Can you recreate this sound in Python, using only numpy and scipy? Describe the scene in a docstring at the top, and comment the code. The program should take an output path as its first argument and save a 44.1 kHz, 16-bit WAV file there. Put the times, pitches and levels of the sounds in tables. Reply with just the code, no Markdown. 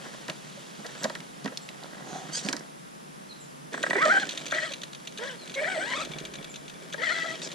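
"""On a lawn, a radio-controlled model truck is turned in the hands, tossed down and driven off in five bursts.
Noise-fed resonances make the clicks, knocks and scuffs of its plastic shell; decaying sines make the tyre thuds.
The motor jolts, then whines in harmonics of the gear mesh rate, with tooth rasp and clacking links.
Falling sine notes are small birds far off, over a filtered-noise hush.
A body-worn camera with a wide stereo image listens."""
import sys
import numpy as np
from scipy import signal
from scipy.fft import rfft, irfft, next_fast_len
from scipy.io import wavfile
from scipy.ndimage import uniform_filter1d

SR = 44100
rng = np.random.default_rng(int(sys.argv[2]) if len(sys.argv) > 2 else 0)


def pcm_store(signal):
    """Save signal as 16-bit PCM."""
    levels = np.round(np.clip(np.atleast_2d(signal), -1, 1) * 32767)
    wavfile.write(sys.argv[1], SR, levels.astype(np.int16).T)


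N = 332514
T = np.arange(N) / SR

# bursts of throttle: (start [s], end [s], relative slack clack level [dB], relative controller whistle level [dB],
#   shell resonance facing the camera [Hz], relative gear rasp level at full load [dB],
#   shell rattle against the overtones [dB])
BURST_ROWS = [(3.74, 4.244, -35, -52.5, 1950, -39, -9), (4.51, 4.74, -25.5, -54, 1958, -36, -3.5),
              (5.175, 5.363, -29.5, -58, 1620, -38, -2), (5.541, 6.064, -27, -55, 2045, -41.5, -6.5),
              (6.926, 7.372, -26, -73, 1910, -35, -10)]
# blows in the hands and on landing: (time [s], relative click level [dB], click centre [Hz],
#   relative shell ring level [dB], chassis ring against it before trim [dB])
KNOCK_ROWS = [(0.2987, -17, 3260, -43, -2), (1.042, -13.5, 4200, -32, 2), (1.052, -25, 3600, -37, 12.5),
              (1.098, -26.5, 3750, -38.5, 3), (1.1521, -23, 3500, -34, -14), (1.458, -25, 3750, -36.5, 6),
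              (1.477, -30, 3000, -37.5, -14), (2.4873, -13, 2850, -35, -8),
              (2.5284, -13.5, 5000, -32, -5.5), (2.566, -21.5, 5200, -41, -17)]
# chassis resonances: (centre [Hz], width [Hz], level [dB])
CHASSIS_MODES = [(360, 200, -6.5), (597, 113, 8), (740, 760, -0.5), (941, 180, 4)]
# shell resonances: (centre [Hz], width [Hz], level [dB])
BODY_MODES = [(1150, 270, -16), (1316, 43, -2.5), (1620, 160, -2.5), (1930, 120, -1.5), (2300, 95, -12.5)]
# driveshaft resonances, rung by rolling and by the links: (centre [Hz], width [Hz], level [dB])
SHAFT_MODES = [(650, 59, 1), (2317, 61, 2), (3450, 114, -1.5)]
# bright spectrum of rasp, crushed grass and skin hiss: (frequency [Hz], relative level [dB])
RASP_SPECTRUM = [(1530, -8), (2600, -8), (3220, -3.5), (5370, -9.5), (7870, -12.5), (10800, -36),
                 (11400, -84), (13600, -29), (15000, -59)]


def undb(db):
    """Decibels to a gain."""
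    return 10 ** (np.asarray(db) / 20)


def unit(x):
    """Scale to rms 1."""
    return x / np.sqrt(np.mean(x ** 2) + 1e-20)


def curves(rows):
    """Join the rows of a table by straight lines."""
    s, *columns = np.transpose(rows)
    return [np.interp(T, s, c) for c in columns]


def gate(rows):
    """Open from the first row to the last, with soft edges."""
    return uniform_filter1d(1. * ((T > rows[0][0]) & (T < rows[-1][0])), size=400)


def walk(rate):
    """Smooth random wander, spread 1."""
    k = max(int(SR / rate), 2)
    steps = np.repeat(rng.standard_normal(N // k + 1), k)
    return unit(uniform_filter1d(steps, k)[:N])


def colour(x, points):
    """Filter by a spectrum of (frequency [Hz], level [dB]) points."""
    hz, db = np.transpose(points)
    n = next_fast_len(len(x) + 512)
    f = np.fft.rfftfreq(n, 1 / SR) + 1
    gain = undb(np.interp(np.log(f), np.log(hz), db))
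    return irfft(rfft(x, n) * gain, n)[:len(x)]


def band(x, hz, width):
    """One resonance, gain 1 at the centre."""
    hz = min(hz, SR / 3)
    return signal.lfilter(*signal.iirpeak(hz, hz / min(width, SR / 4), fs=SR), x)


def ring(x, modes):
    """A body with several resonances, of alternating sign."""
    return sum((-1) ** k * undb(db) * band(x, hz, width) for k, (hz, width, db) in enumerate(modes))


def response(hz, modes):
    """Gain of a body's resonances at a moving frequency."""
    return sum(undb(db) / (1 + ((hz - f) / width) ** 2) for f, width, db in modes)


def grit(spread_db):
    """Dense tiny contacts of uneven strength."""
    return rng.standard_normal(N) * undb(spread_db * walk(400))


def contact(decay_s, chatter):
    """A blow, then chatter that swells and dies as the parts settle."""
    t = T[:4096] / decay_s
    push = chatter * rng.standard_normal(len(t)) * np.sqrt(t) * np.exp(-t)
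    push[0] += 1
    return push


def add(out, s, x, db):
    """Mix in a sound at a time and peak level."""
    i = max(int(s * SR), 0)
    out[i:i + len(x)] += (undb(db) * x / np.abs(x).max())[:N - i]


def scatter(x, decay_s):
    """Diffuse reflections of the same power as the sound."""
    tail = rng.standard_normal(8192) * np.exp(-T[:8192] / decay_s)
    return signal.fftconvolve(x, tail / np.linalg.norm(tail))[:N]


def motor():
    """Gear teeth mesh unevenly; overtones flare at shell and gearbox resonances, over a rasp of tooth clatter."""
    # motor speed, one list per burst: (time [s], gear mesh rate before unevenness [Hz])
    mesh_speed = [
        [(3.975, 395), (3.985, 488.4), (4.005, 530.3), (4.022, 628), (4.042, 676.6), (4.065, 606), (4.09, 619),
         (4.122, 792), (4.175, 772.5), (4.21, 863), (4.24, 757)],
        [(4.53, 499), (4.545, 610), (4.58, 656.4), (4.61, 604), (4.66, 686), (4.72, 547)],
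        [(5.19, 415), (5.225, 474), (5.27, 568.4), (5.35, 468)],
        [(5.605, 560), (5.625, 636.3), (5.65, 575.5), (5.69, 772.5), (5.735, 730), (5.78, 602.5), (5.81, 755),
         (5.85, 800), (5.87, 944), (5.91, 1038), (5.935, 999), (5.97, 1238), (5.995, 1160), (6.02, 1389),
         (6.04, 1046)],
        [(7.005, 449.8), (7.028, 648.5), (7.045, 700), (7.065, 652), (7.095, 626), (7.12, 705.4), (7.18, 655),
         (7.37, 655)],
    ]
    # gearbox housing resonances: (centre [Hz], width [Hz], level [dB])
    gearbox_modes = [(3096, 52, -0.5), (3420, 120, -5.5), (4170, 110, -3.5)]
    mesh_hz = curves([row for burst in mesh_speed for row in burst])[0]
    # above 750 Hz the wheels skip and the unevenness grows
    unevenness = 0.011 * walk(110) + 0.02 * walk(600)
    hz = mesh_hz * (1 + unevenness * np.maximum(mesh_hz / 750, 1))
    phase = 2 * np.pi * np.cumsum(hz) / SR
    facing_rows = [(s, f, db) for start, end, _, _, f, _, db in BURST_ROWS for s in (start, end)]
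    facing_hz, rattle_db = curves(facing_rows)
    mesh_gain, octave_gain, upper_gain, rasp_gain = drive()

    # the upper overtones share their level by nearness to the shell resonance
    nearness = np.array([1 / (1 + ((k * hz - facing_hz) / 380) ** 2) ** 2 for k in range(3, 6)])
    upper_gains = upper_gain * nearness / np.linalg.norm(nearness, axis=0)
    tones = 0
    for k, gain in enumerate([mesh_gain, octave_gain, *upper_gains], 1):
        partial = np.sin(k * phase + 0.25 * walk(120) + 0.07 * k * walk(700))
        # each partial swells and sinks by itself as the truck rocks
        tones = tones + gain * unit(partial * undb(1.6 * walk(70)))
    # an off-centre pinion throbs once a turn, and no two teeth bite alike
    throb = 1 + 0.2 * np.sin(phase / 11) + 0.22 * walk(400)

    chassis = unit(band(ring(grit(3.0), CHASSIS_MODES), 630, 330))
    growl = undb(rattle_db - 4) * mesh_gain * chassis
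    shell = unit(band(ring(grit(5.4), BODY_MODES), 2700, 1500))
    rattle = undb(rattle_db) * np.hypot(octave_gain, upper_gain) * shell

    teeth = sum(np.sin(k * phase + 1.3 * walk(500)) * undb(4 * walk(140)) for k in range(3, 13))
    clatter = unit(colour(grit(3.9) * (1 + 0.46 * np.cos(phase)), RASP_SPECTRUM))
    rasp = clatter + undb(1) * unit(colour(teeth, RASP_SPECTRUM))
    gearbox = unit(sum(response(k * hz, gearbox_modes) * np.sin(k * phase + 1.1 * walk(300))
                       for k in range(3, 8)))
    # faster teeth clatter more: 11.5 dB per octave of mesh rate
    rasp = (rasp + undb(-0.5) * gearbox * throb) * undb(11.5 * np.log2(mesh_hz / 775))
    return undb(-0.7) * tones * throb + growl + rattle + undb(-6.0) * rasp_gain * rasp


def drive():
    """Gains of mesh tone, octave, upper overtones and rasp; rasp follows the load more weakly than the tones."""
    # whine rising and sinking as the wheels bounce, one list per burst: (time [s],
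    #   relative mesh tone level [dB], relative octave level [dB], relative upper overtone level [dB])
    load_rows = [
        [(3.952, -32, -55, -30), (3.97, -26, -39, -32), (3.986, -35, -37.5, -27.5), (4.008, -39, -30, -34),
         (4.024, -34, -26, -32), (4.045, -41, -25, -32), (4.056, -20, -30, -28), (4.08, -24.5, -32, -38),
         (4.1, -29, -23, -30), (4.116, -51, -21, -50), (4.132, -27, -27, -46), (4.16, -34, -23, -46),
         (4.182, -37, -22, -52), (4.192, -53, -40, -52), (4.24, -40, -28.5, -57)],
        [(4.535, -43, -54, -29), (4.553, -34, -59, -37), (4.586, -42.5, -47, -30), (4.612, -46, -54, -43),
         (4.634, -37, -59, -31), (4.665, -49, -40, -45), (4.69, -58, -61, -48), (4.725, -40, -58, -51)],
        [(5.19, -40.5, -57, -56), (5.23, -39.5, -45, -46.5), (5.283, -45, -57, -43.5), (5.36, -54.5, -54, -60)],
        [(5.56, -40, -50, -42), (5.595, -34.5, -61, -32), (5.626, -28, -52, -46), (5.645, -37.5, -64, -28.5),
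         (5.685, -39.5, -34.5, -40.5), (5.74, -45, -40, -39.5), (5.765, -27.5, -55, -39),
         (5.797, -36, -52, -44), (5.815, -44, -34.5, -44), (5.895, -44, -38, -51), (5.92, -40.5, -32.5, -49),
         (5.97, -37.5, -42, -46), (6.02, -34.5, -41, -57), (6.04, -49, -44, -62)],
        [(6.98, -45, -48, -43), (7.02, -38.5, -53, -37.5), (7.035, -41, -34, -28), (7.058, -52, -46, -32.5),
         (7.085, -40, -59, -28), (7.12, -43.5, -32, -31), (7.142, -48, -43, -44), (7.162, -46, -50, -25),
         (7.195, -44, -34, -38), (7.228, -64, -65, -28.5), (7.245, -39, -37, -49), (7.3, -45, -54, -35),
         (7.33, -42.5, -46, -50), (7.37, -51, -61, -52)],
    ]
    gains = np.zeros((4, N))
    for rows, (*_, rasp_db, _) in zip(load_rows, BURST_ROWS):
        tones = undb(curves(rows))
        load = np.linalg.norm(tones, axis=0)
        rasp = undb(rasp_db) * (load / load.max()) ** 0.32  # 0.32 dB of rasp for each dB of load
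        gains += gate(rows) * np.array([*tones, rasp])
    return gains


def whistle():
    """The windings sing at the controller's switching rate, fading in and out as the truck turns and rocks."""
    feed = sum(undb(db) * gate([(start,), (end,)]) for start, end, _, db, *_ in BURST_ROWS)
    switching_hz = 8050
    tone = np.sin(2 * np.pi * switching_hz * T + 0.9 * walk(70))
    return feed * unit(tone * undb(3.5 * walk(22)))


def rattles():
    """Loose links strike and bounce back a few milliseconds later."""
    out = np.zeros(N)
    for s, peak_db in shakes():
        for delay_s, db in [(0, 0), (rng.uniform(0.0032, 0.007), -8)]:
            link = band(contact(decay_s=0.0023, chatter=0.48), 1500, 1360)
            clack = band(link, 3850, 950) + undb(-1.0) * band(link, 6140, 600)
            clack = clack + undb(-9.5) * ring(link, SHAFT_MODES)
            add(out, s + delay_s, clack, peak_db + db)
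    return out


def shakes():
    """When the links clack: singly, in pairs as the throttle opens, and with each slowing turn of the wheels."""
    # single clacks of the loose links, from motor jolts, coasting or bumps: (time [s], peak level [dB])
    single_clacks = [(3.8292, -20), (3.866, -39), (3.9, -25), (3.932, -30), (4.199, -27.5), (4.319, -30),
                     (4.5472, -26), (4.629, -37), (5.475, -35), (5.4961, -31.5), (6.0491, -27.5),
                     (7.418, -27), (7.5167, -29.5)]
    # coasting, a loose link clacks twice every wheel turn: (time [s], first peak level [dB], second peak level [dB])
    coast_clacks = [(4.2915, -21.5, -26), (4.375, -21, -34), (4.464, -25.5, -29.5), (4.7191, -27.5, -23.5),
                    (4.817, -29, -27), (4.931, -32.5, -31), (5.073, -25, -42), (6.117, -31, -39),
                    (6.185, -28.5, -33), (6.2518, -27, -45), (6.3375, -30, -30.5), (6.427, -36.5, -31),
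                    (6.541, -31, -30.5), (6.68, -34, -33.5)]
    slack_s, rebound_s = 0.0084, 0.017  # gap as the drivetrain takes up its play; gap when coasting
    hits = list(single_clacks)
    for start, _, db, *_ in BURST_ROWS:
        hits += [(start, db), (start + slack_s, db)]
    for s, first_db, second_db in coast_clacks:
        hits += [(s, first_db), (s + rebound_s, second_db)]
    return hits


def tyres():
    """Treads drum on the ground and crush grass; the turning driveshafts whirr."""
    # tyres on grass: (time [s], relative rumble level [dB], relative crackle level [dB])
    roll_levels = [(3.72, -42, -33), (4.05, -37.5, -22), (4.96, -60.5, -41.5), (5.88, -42.5, -31),
                   (6.62, -53, -43), (7.54, -45.5, -26.5)]
    rumble_db, crackle_db = curves(roll_levels)
    rumble = unit(colour(grit(4.0), [(90, -63), (140, -1.5), (300, 2.5), (620, -1.0),
                                     (950, -31.0), (1800, -6.0), (3000, -60.0)]))
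    whirr = unit(ring(grit(4), SHAFT_MODES))
    rolling = undb(rumble_db - 1.5) * (rumble + undb(-7 + 3.2 * walk(25)) * whirr)
    crackle = undb(crackle_db - 17.5) * unit(colour(grit(5.1), RASP_SPECTRUM))
    return gate(roll_levels) * (rolling + crackle)


def knocks():
    """Blows and jolts of the motor ring the shell and, at their own balance, the chassis below it."""
    # the rotor jolts before it spins: (time [s], relative shell ring level [dB])
    jolts = [(3.741, -29.5), (3.7763, -35), (3.836, -23.5), (3.8639, -27.5), (3.906, -22), (3.93, -22.5),
             (3.9536, -26), (4.521, -26), (5.191, -41.5), (6.9414, -31.5)]
    out = np.zeros(N)
    blows = [(s, db, low_db) for s, _, _, db, low_db in KNOCK_ROWS]
    blows += [(s, db, -6) for s, db in jolts]
    for s, peak_db, low_db in blows:
        push = contact(decay_s=0.0026, chatter=1.0)
        add(out, s, ring(push, BODY_MODES), peak_db + 5.0)
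        add(out, s, band(ring(push, CHASSIS_MODES), 760, 1400), peak_db + low_db + 6.5)
    return out


def clicks():
    """Hard plastic parts meet: a short broad ring over a faint bright crack."""
    # light plastic clicks: (time [s], relative peak level [dB], centre [Hz])
    light_clicks = [(0.282, -24, 3500), (0.8652, -25.5, 4250), (1.0332, -20.5, 6100), (1.2041, -29, 2960),
                    (1.445, -28, 4670), (1.5734, -17, 4300), (1.6896, -25.5, 2920), (1.8357, -29.5, 3930),
                    (2.392, -22, 3900), (2.463, -26, 3780), (2.594, -31.5, 5530)]
    out = np.zeros(N)
    for s, peak_db, hz in light_clicks + [(s, db, hz) for s, db, hz, _, _ in KNOCK_ROWS]:
        push = contact(decay_s=0.0021, chatter=0.2)
        broad_ring = band(band(push, hz, 2940), hz, 2940)
        add(out, s, broad_ring + undb(-46) * band(push, 6900, 9100), peak_db - 0.5)
    return out


def thuds():
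    """Hollow tyres take a soft push and die in a few cycles."""
    # rubber tyre thuds: (time [s], relative peak level [dB], pitch [Hz])
    tyre_thuds = [(0.299, -32.5, 173), (0.573, -38, 574), (0.79, -34, 210), (1.046, -26, 224),
                  (1.198, -35, 175), (1.447, -23, 205), (1.459, -27, 269), (2.124, -35, 159),
                  (2.451, -23, 192), (2.486, -26.5, 274), (2.538, -30, 296), (6.099, -29.5, 150),
                  (6.158, -32.5, 151), (6.21, -38.5, 160), (6.389, -34.5, 166)]
    out, t = np.zeros(N), T[:4096]
    for s, peak_db, hz in tyre_thuds:
        tyre = np.sin(2 * np.pi * hz * t) * np.exp(-t / 0.012) * (1 - np.exp(-t / 0.0016))
        scuff = band(band(contact(decay_s=0.017, chatter=0.96), 230, 840), 230, 840)
        add(out, s, unit(tyre) + 0.57 * unit(scuff), peak_db - 0.5)
    return out


def slide():
    """A hollow scrape swells and dies as the truck leaves the hand."""
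    # resonances of the scrape: (centre [Hz], width [Hz], level [dB])
    scrape_modes = [(747, 35, 5.5), (3430, 150, -16), (4040, 140, -15), (6500, 560, -16.5)]
    centre_s, spread_s, level_db = 2.15, 0.087, -40.5
    swell = np.exp(-((T - centre_s) / spread_s) ** 2)
    return undb(level_db) * swell * unit(ring(grit(1.6), scrape_modes))


def scuffs():
    """A fingertip slips and lets the shell chatter."""
    # short scuffs of the fingers: (time [s], relative peak level [dB])
    finger_scuffs = [(0.05, -34.5), (0.134, -40.5), (0.282, -27), (0.844, -30), (0.887, -35.5), (0.95, -37),
                     (1.021, -30), (1.518, -34.5), (1.855, -37.5)]
    out = np.zeros(N)
    for s, peak_db in finger_scuffs:
        push = contact(decay_s=0.0085, chatter=2.4)
        add(out, s, ring(push, CHASSIS_MODES + BODY_MODES), peak_db - 0.5)
    return out


def hands():
    """Skin drags over plastic and rubber."""
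    # hands on shell and tyres: (time [s], relative rub level [dB], relative hiss level [dB])
    rub_levels = [(0.0, -37.5, -42), (0.38, -53, -45.5), (0.83, -63, -44.5), (0.99, -41.5, -40.5),
                  (1.22, -53, -50), (1.77, -46.5, -49), (2.1, -38.5, -46.5), (2.41, -41.5, -40),
                  (2.58, -39.5, -53), (2.7, -51, -54)]
    # dull body of the rub: (frequency [Hz], relative level [dB])
    rub_spectrum = [(76, -39), (130, 2.5), (325, -4), (771, -5), (863, -10), (1520, -12), (1920, -7.5),
                    (2600, -42), (3380, -54), (5720, -120)]
    rub_db, hiss_db = curves(rub_levels)
    rub = undb(rub_db - 6.5) * unit(colour(grit(5.4), rub_spectrum))
    hiss = undb(hiss_db - 7.0) * unit(colour(grit(1.5), RASP_SPECTRUM))
    return gate(rub_levels) * (rub + hiss)


def cloth():
    """Ribbed threads slide over each other with a rough zipping tone."""
    # cloth sliding as the arms move: (time [s], length [s], mean thread rate at start [Hz], at end [Hz],
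    #   relative peak level [dB], hiss against the tone [ratio])
    cloth_swishes = [(2.316, 0.09, 1490, 1760, -33.5, 0.64), (2.386, 0.036, 2050, 1816, -44, 0.83),
                     (2.42, 0.059, 1305, 1724, -39.5, 1.15), (2.45, 0.078, 1840, 1625, -37, 2),
                     (7.409, 0.08, 1009, 708, -38.5, 0.59)]
    out = np.zeros(N)
    for s, length, start_hz, end_hz, db, hiss in cloth_swishes:
        n = int(length * SR)
        rate_hz = np.linspace(start_hz, end_hz, n) * (1 + 0.035 * hiss * walk(1500)[:n])
        phase = 2 * np.pi * np.cumsum(rate_hz) / SR
        threads = unit(sum(np.sin(k * phase) for k in range(1, 10))) + hiss * grit(2.5)[:n]
        zip_tone = colour(threads, [(1500, -1.5), (3200, 3), (4800, 12.0),
                                    (6700, 9.5), (9000, 1.5), (12000, -27)])
        zip_tone = zip_tone * undb(2.5 * walk(250)[:n])  # the threads catch and let go
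        add(out, s, zip_tone * signal.windows.tukey(n, 0.8), db + 13.0)
    return out


def birds():
    """Thin falling notes, smeared by the trees."""
    # bird notes: (time [s], length [s], start pitch [Hz], end pitch [Hz], relative peak level [dB])
    bird_notes = [(0.97, 0.11, 7970, 6970, -48.5), (1.61, 0.034, 8100, 7050, -50),
                  (3.287, 0.049, 4390, 3780, -42.5), (3.397, 0.045, 8260, 6530, -48.5),
                  (5.373, 0.085, 4500, 3770, -46), (6.49, 0.033, 7730, 6480, -44.5)]
    out = np.zeros(N)
    for s, length, start_hz, end_hz, db in bird_notes:
        n = int(length * SR)
        phase = 2 * np.pi * np.cumsum(np.linspace(start_hz, end_hz, n)) / SR
        add(out, s, np.sin(phase) * signal.windows.tukey(n), db + 4.0)
    return undb(-6.5) * out + undb(-9.5) * scatter(out, decay_s=0.075)


def air():
    """Wide outdoor hush from two independent noises, a little rumble and a thin high hiss."""
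    # outdoor hush: (frequency [Hz], relative level [dB])
    hush_spectrum = [(65, -51), (110, -31), (144, 0), (250, -6), (283, -8.5), (547, -14.5), (792, -19),
                     (993, -17.5), (1880, -19), (2260, -20.5), (3630, -21), (4190, -24), (5150, -23),
                     (10800, -30.5), (15000, -44)]
    # side against middle of the hush: (frequency [Hz], level [dB])
    side_spectrum = [(60, -11), (120, -6), (200, 1), (380, 2.5), (700, 11.5), (1290, 8), (2380, -1.5),
                     (4400, -6), (8100, 3.5), (15000, -7)]
    mid, side = (undb(-49.85 + 0.052 * walk(2.37)) * unit(colour(rng.standard_normal(N), hush_spectrum))
                 for _ in range(2))
    rumble = unit(colour(rng.standard_normal(N), [(20, 3.0), (60, 8), (110, -3), (250, -35)]))
    # a puff of wind gets past the filter
    puff_db = curves([(5.6, -11), (6.15, 4), (6.9, -10)])[0]
    rumble = undb(-66.0) * rumble * undb(puff_db)
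    hiss = undb(-66.5) * unit(band(band(rng.standard_normal(N), 10470, 320), 10470, 320))
    return mid + rumble + hiss, colour(side, side_spectrum)


def scene():
    """Place the truck and birds in stereo by phase and level, with ground reflections and air."""
    # phase between side and middle as the truck moves: (time [s], phase [rad])
    bearing = [(0, 1.4), (2.6, 1.85), (4.05, 1.7), (4.55, 0.94), (5.25, 0.83), (5.65, 0.64), (6.0, 0.088),
               (7.1, 0.22), (7.5, 0.36)]
    truck = (clicks() + rattles() + knocks() + thuds() + motor() + tyres()
             + hands() + slide() + scuffs() + cloth())
    # the camera's wind filter takes away the bass
    near = colour(truck, [(50, -16), (100, -65), (135, 0.5), (300, 0.5)]) + birds()
    # the two ports differ most in the middle of the range, by the truck's bearing
    ports = colour(near, [(200, -45), (650, -42), (1250, -2.5), (2000, -0.5),
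                          (2600, -9.5), (5000, -24), (8000, -13.0)])
    analytic = signal.hilbert(ports, next_fast_len(N))[:N]
    turned = np.real(analytic * np.exp(1j * curves(bearing)[0]))
    ground = colour(scatter(near, decay_s=0.0046), [(150, -15), (700, -10.5), (1800, 0.0),
                                                    (4000, -14.0), (9000, 3.0)])
    mid, side = air()
    # two separate whistles, so the tone sits wide
    mid = mid + near + undb(-14.0) * scatter(near, decay_s=0.051) + undb(-2) * whistle()
    side = side + turned + ground - 0.13 * near + whistle()
    return np.array([mid + side, mid - side])


def record(dry):
    """The camera cuts the top above 15.2 kHz with a steep low-pass."""
    return signal.sosfilt(signal.ellip(8, 0.2, 70, 15200, fs=SR, output="sos"), dry)


dry = scene()
out = record(dry)
pcm_store(out)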